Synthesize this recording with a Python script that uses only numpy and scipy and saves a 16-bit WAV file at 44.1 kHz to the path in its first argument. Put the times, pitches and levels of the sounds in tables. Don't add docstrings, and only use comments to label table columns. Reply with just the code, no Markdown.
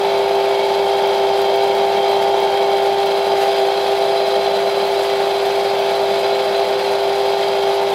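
import sys
import numpy as np
from scipy import signal
from scipy.fft import rfft, irfft
from scipy.io import wavfile

SR = 44100
rng = np.random.default_rng(int(sys.argv[2]) if len(sys.argv) > 2 else 0)


def int16_out(signal):
    q = np.round(np.clip(np.atleast_2d(signal).T, -1, 1) * 32767)
    wavfile.write(sys.argv[1], SR, q.astype(np.int16))


N = 350154
TIME = np.arange(N) / SR
BINS = np.fft.rfftfreq(8192, 1 / SR)
PINION_TEETH, WHEEL_TEETH = 7, 59
RIPPLE_HZ = 119.96


def amp(db):
    return 10 ** (np.asarray(db) / 20)


def unit(x):
    return x / np.sqrt(np.mean(x ** 2) + 1e-20)


def follow(rows):
    start_s, *columns = np.transpose(rows)
    return [np.interp(TIME, start_s, column) for column in columns]


def drift(hz):
    steps = rng.standard_normal(N // 64 + 2)
    f = np.fft.rfftfreq(len(steps), 64 / SR)
    slow = irfft(rfft(steps) / np.sqrt(1 + (f / hz) ** 4), len(steps))
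    return unit(np.interp(np.arange(N) / 64, np.arange(len(slow)), slow))


def colour(x, points):
    pitch_hz, level_db = np.transpose(points)
    curve_db = np.interp(np.log(BINS + 1), np.log(pitch_hz), level_db)
    log_gain = np.log(amp(curve_db))
    circle = np.concatenate([log_gain, log_gain[-2:0:-1]])
    response = np.fft.ifft(np.exp(np.conj(signal.hilbert(circle)))).real
    return unit(signal.oaconvolve(x, response[:len(BINS)])[:N])


def ring(x, pitch_hz, width_hz):
    r = np.exp(-np.pi * width_hz / SR)
    pole = r * np.exp(2j * np.pi * pitch_hz / SR)
    return 2 * signal.lfilter([1 - r], [1, -pole], x).real


def ring_twice(x, pitch_hz, width_hz):
    return ring(ring(x, pitch_hz, width_hz), pitch_hz, width_hz)


def grains(per_s, spread_db):
    size_db = spread_db * np.minimum(rng.exponential(1, N), 4)
    size = amp(size_db) * rng.choice([-1, 1], N)
    return size * (rng.random(N) < per_s / SR)


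def tone(shaft, order, ripple, level_db, waver):
    angle = 2 * np.pi * (order * shaft + ripple * RIPPLE_HZ * TIME + rng.random())
    return np.sqrt(2) * amp(level_db) * (1 + waver * drift(7.3)) * np.cos(angle)


def paddle(peak_s, turn_s=2.25):
    return np.cos(2 * np.pi * (TIME - peak_s) / turn_s)


# start_s (middle of the catch),
# swell_db (rise of the mesh), sag_hz (fall of the mesh pitch)
LUMP_CATCHES = [(1.217, 1, 2.5), (3.621, 2, 3.5)]


def gear_load(arm, ease, catch_s=.04):
    mesh_hz = 396.7 + .28 * ease
    mesh_db = -20.5 + 1.7 * arm - 0.26 * ease
    for start_s, swell_db, sag_hz in LUMP_CATCHES:
        strain = np.exp(-((TIME - start_s) / catch_s) ** 2)
        mesh_db = mesh_db + swell_db * strain
        mesh_hz = mesh_hz - sag_hz * strain
    return mesh_hz, mesh_db


def shaft_turns(mesh_hz, wobble_hz=0.5, slip_hz=.35, unsteady_hz=.35):
    teeth = np.cumsum(mesh_hz) / SR
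    slip = RIPPLE_HZ / 2 * TIME - teeth / PINION_TEETH
    wobble = wobble_hz * np.sin(2 * np.pi * teeth / WHEEL_TEETH)
    sway = slip_hz * np.sin(2 * np.pi * slip)
    hz = mesh_hz + wobble - sway + unsteady_hz * drift(5.6)
    return np.cumsum(hz) / SR / PINION_TEETH


def contact_force(shaft, mesh=0.26, ripple=0.12, once=0.13, lobes=0.093, wheel_once=0.028, uneven_db=0.73):
    wheel = shaft * PINION_TEETH / WHEEL_TEETH
    tooth_push = mesh * np.cos(2 * np.pi * PINION_TEETH * shaft)
    torque_push = ripple * np.cos(2 * np.pi * RIPPLE_HZ * TIME)
    shaft_push = once * np.cos(2 * np.pi * shaft)
    wheel_push = lobes * np.cos(6 * np.pi * wheel) + wheel_once * np.cos(2 * np.pi * wheel)
    push = tooth_push + torque_push + shaft_push + wheel_push
    return unit(np.exp(push) * amp(uneven_db * drift(28)))


# order (multiple of the shaft speed),
# ripple (multiple of the mains ripple added to it), level_db
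MOTOR_CHORD = [(0, 1, -52), (0, 3, -40), (0, 4, -44), (11, -1, -40), (12, -1, -36.5), (8, 1, -39),
               (13, -1, -39), (11, 0, -38), (9, 1, -42), (7, 2, -38), (13, 0, -34.5), (7, 3, -39),
               (6, 4, -41), (15, 0, -32), (18, -1, -42), (21, -2, -40), (18, 0, -41.5), (19, 0, -46),
               (18, 1, -46), (21, 0, -47), (19, 1, -49), (23, 0, -49), (28, 0, -47), (42, -1, -46)]


def motor_tones(shaft, mesh_db, hand, slack, waver=0.26, mesh_waver=0.049, throb=0.019):
    octave_db = -29.2 + 6.5 * hand
    side_db, upper_side_db, side_slack_db = -25.5, -30, 1.3
    wheel = np.sin(2 * np.pi * shaft * PINION_TEETH / WHEEL_TEETH)
    mesh = (1 + throb * wheel) * tone(shaft, PINION_TEETH, 0, mesh_db, mesh_waver)
    octave = tone(shaft, 2 * PINION_TEETH, 0, octave_db, waver)
    below_octave = tone(shaft, 2 * PINION_TEETH, -1, side_db + side_slack_db * slack, waver)
    above_mesh = tone(shaft, PINION_TEETH, 0.99, upper_side_db + side_slack_db * slack, waver)
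    chord = sum(tone(shaft, *row, waver) for row in MOTOR_CHORD)
    return mesh + octave + below_octave + above_mesh + chord


def low_hum(shaft):
    shaft_db, second_db, second_hz = -58.3, -61, 58.56
    unbalance = amp(shaft_db) * np.sin(2 * np.pi * shaft)
    second_hum = amp(second_db) * np.sin(2 * np.pi * second_hz * TIME)
    return np.sqrt(2) * (unbalance - second_hum)


def rim_whine(shaft, hand, waver=0.16):
    return tone(shaft, 8 * PINION_TEETH, 0, -45 + 8 * hand, waver)


# pitch_hz, level_db (relative)
HOUSING_COLOUR = [(30, -75), (70, -43), (130, -23), (190, -16), (260, -23.5), (330, -16), (395, -9),
                  (445, -15), (510, -5), (600, -8), (680, 0), (800, -10), (930, -12.5), (1040, -16),
                  (1500, -54.5)]


def tooth_knocks(shaft):
    worn, loose, ripple = .5, .8, .45
    teeth = np.floor(shaft * PINION_TEETH).astype(int)
    at = np.flatnonzero(np.diff(teeth))
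    tooth = teeth[at] % WHEEL_TEETH
    wear = unit(rng.permutation(np.linspace(-1, 1, WHEEL_TEETH)))
    late = rng.integers(0, 40, WHEEL_TEETH)
    play = unit(rng.uniform(-1, 1, N))[at]
    torque = 1 + ripple * np.cos(2 * np.pi * RIPPLE_HZ * TIME[at])
    knocks = np.zeros(N)
    knocks[np.minimum(at + late[tooth], N - 1)] = torque * (worn * wear[tooth] + loose * play)
    return colour(knocks, HOUSING_COLOUR)


def bowl(knocks, arm, hollow_hz=900, hollow_width_hz=170, hollow_db=-9):
    hollow = unit(ring_twice(knocks, hollow_hz, hollow_width_hz))
    return knocks + arm * amp(hollow_db) * hollow


# pitch_hz, level_db (relative)
SHELL_COLOUR = [(600, -36), (1100, -11.5), (1400, -6), (1800, -9.5), (2400, -8), (2900, -9), (3600, -9),
                (4600, -12.5), (5050, -16.5), (5500, -22.5), (7000, -29), (9500, -34), (13500, -35.5),
                (15500, -37.5)]
# pitch_hz, width_hz (half the width of each of two rings in a row),
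# level_db (relative, before the arm), arm_db (change with the arm fully over the bowl)
LID_MODES = [(2228, 63, -8, 5.5), (2555, 41, -5.5, -10), (3407, 130, -13, -10), (3803, 81, -8, -1),
             (4010, 37, 2, -6), (4252, 39, -3, -12), (4475, 81, -11.5, -4), (4840, 60, -3, -3),
             (5770, 100, -20, 1.5), (7460, 180, -26, -9), (10350, 170, -23, -3)]


def lid(force, arm, hand, buzz_db=-30, modes_db=-6.5):
    rim_hz, rim_width_hz, rim_db = 3205, 260, -43.5 + 6 * hand
    shell_db = 0.97 - .6 * (arm - .5)
    chatter = force * rng.standard_normal(N)
    modes = np.zeros(N)
    for pitch_hz, width_hz, level_db, arm_db in LID_MODES:
        gain = amp(level_db + arm * arm_db + 1.6 * drift(2.1))
        modes += gain * ring_twice(chatter, pitch_hz, 2 * width_hz)
    shell = amp(shell_db) * colour(chatter, SHELL_COLOUR)
    rim = unit(ring_twice(chatter, rim_hz, rim_width_hz))
    return amp(buzz_db) * (shell + amp(modes_db) * unit(modes)) + amp(rim_db) * rim


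# pitch_hz, level_db (relative)
CREAM_COLOUR = [(1000, -15), (4000, 0.5), (7500, 4.5), (13000, 2.5), (14500, -6), (15700, -12)]


def mixture(force, arm, squelch_db=-45.5, shade_db=-1.7):
    sticky = unit(grains(per_s=7000, spread_db=2.5) * amp(2.4 * drift(20)))
    pops = .22 * unit(grains(per_s=30, spread_db=1.5))
    return amp(squelch_db + shade_db * arm) * colour(sticky * force + pops, CREAM_COLOUR)


# pitch_hz, level_db (relative)
TICK_BRIGHTNESS = [(1500, -12), (5000, -5), (10000, -4), (14000, 0), (15700, 4)]
# start_s, level_db (peak, before the common lift)
TICK_TIMES = [(0.5836, -33), (1.0734, -30), (1.418, -25), (1.5599, -29), (1.7519, -31), (2.2253, -35),
              (2.4024, -31), (2.827, -36), (2.9836, -29), (3.0599, -26), (3.8424, -39), (4.8768, -34),
              (5.0355, -33), (5.462, -31), (5.7942, -30)]


def ticks(lift_db=7, decay_s=0.0027):
    t = np.arange(SR // 50) / SR
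    out = np.zeros(N)
    fizz = colour(rng.standard_normal(N), TICK_BRIGHTNESS)
    for start_s, level_db in TICK_TIMES:
        at = round(start_s * SR)
        snap = fizz[at:at + len(t)] * np.exp(-t / decay_s)
        out[at:at + len(t)] += amp(level_db + lift_db) * snap / abs(snap).max()
    return out


# pitch_hz, level_db (relative)
CRUMB_COLOUR = [(500, -10), (1500, 9), (4000, 0), (7000, -9), (13000, -11), (16000, -18)]
# start_s, level_db
RUSTLE_CURVE = [(3.32, -50), (3.37, -34), (3.405, -33), (3.418, -26.5), (3.445, -31), (3.5, -46)]


def crumbs():
    rubbing = (TIME > RUSTLE_CURVE[0][0]) & (TIME < RUSTLE_CURVE[-1][0])
    level_db = follow(RUSTLE_CURVE)[0]
    return rubbing * amp(level_db) * colour(grains(per_s=6000, spread_db=2.5), CRUMB_COLOUR)


def kitchen(x, t60_s=0.18):
    wet = .15
    t = np.arange(SR // 2) / SR
    tail = rng.standard_normal(len(t)) * amp(-60 * t / t60_s) * (t > .003)
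    echo = signal.oaconvolve(x, tail / np.linalg.norm(tail))[:N]
    return np.sqrt(1 - wet) * x + np.sqrt(wet) * echo


# start_s, arm (over the bowl, 0-1),
# hand (down at the opening, 0-1)
ARM_MOVES = [(0, 1, 0.3), (.5, 1, .2), (1.15, 0.85, 0.9), (2.7, 1, 0.84), (3.25, .5, 0.55),
             (3.75, 0.1, 0.85), (4.9, 0.1, 0), (6.1, 0, 0.3), (6.8, 0.1, 0.06), (7.5, 0.4, 0.4),
             (7.94, 0.4, 0.2)]


def scene():
    arm, hand = follow(ARM_MOVES)
    ease, slack = paddle(peak_s=2.25), paddle(peak_s=1.85)
    mesh_hz, mesh_db = gear_load(arm, ease)
    shaft = shaft_turns(mesh_hz)
    force = contact_force(shaft)
    tones = motor_tones(shaft, mesh_db, hand, slack) + low_hum(shaft) + rim_whine(shaft, hand)
    knocks = amp(-24 + 0.2 * slack) * unit(bowl(tooth_knocks(shaft), arm))
    clatter = knocks + lid(force, arm, hand) + mixture(force, arm) + ticks() + crumbs()
    return (tones + kitchen(clatter))[None]


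def record(dry, edge_hz=15720):
    low_pass = signal.firwin(1023, edge_hz, window=("kaiser", 9), fs=SR)
    return signal.oaconvolve(dry, low_pass[None], "same")


dry = scene()
out = record(dry)
int16_out(out)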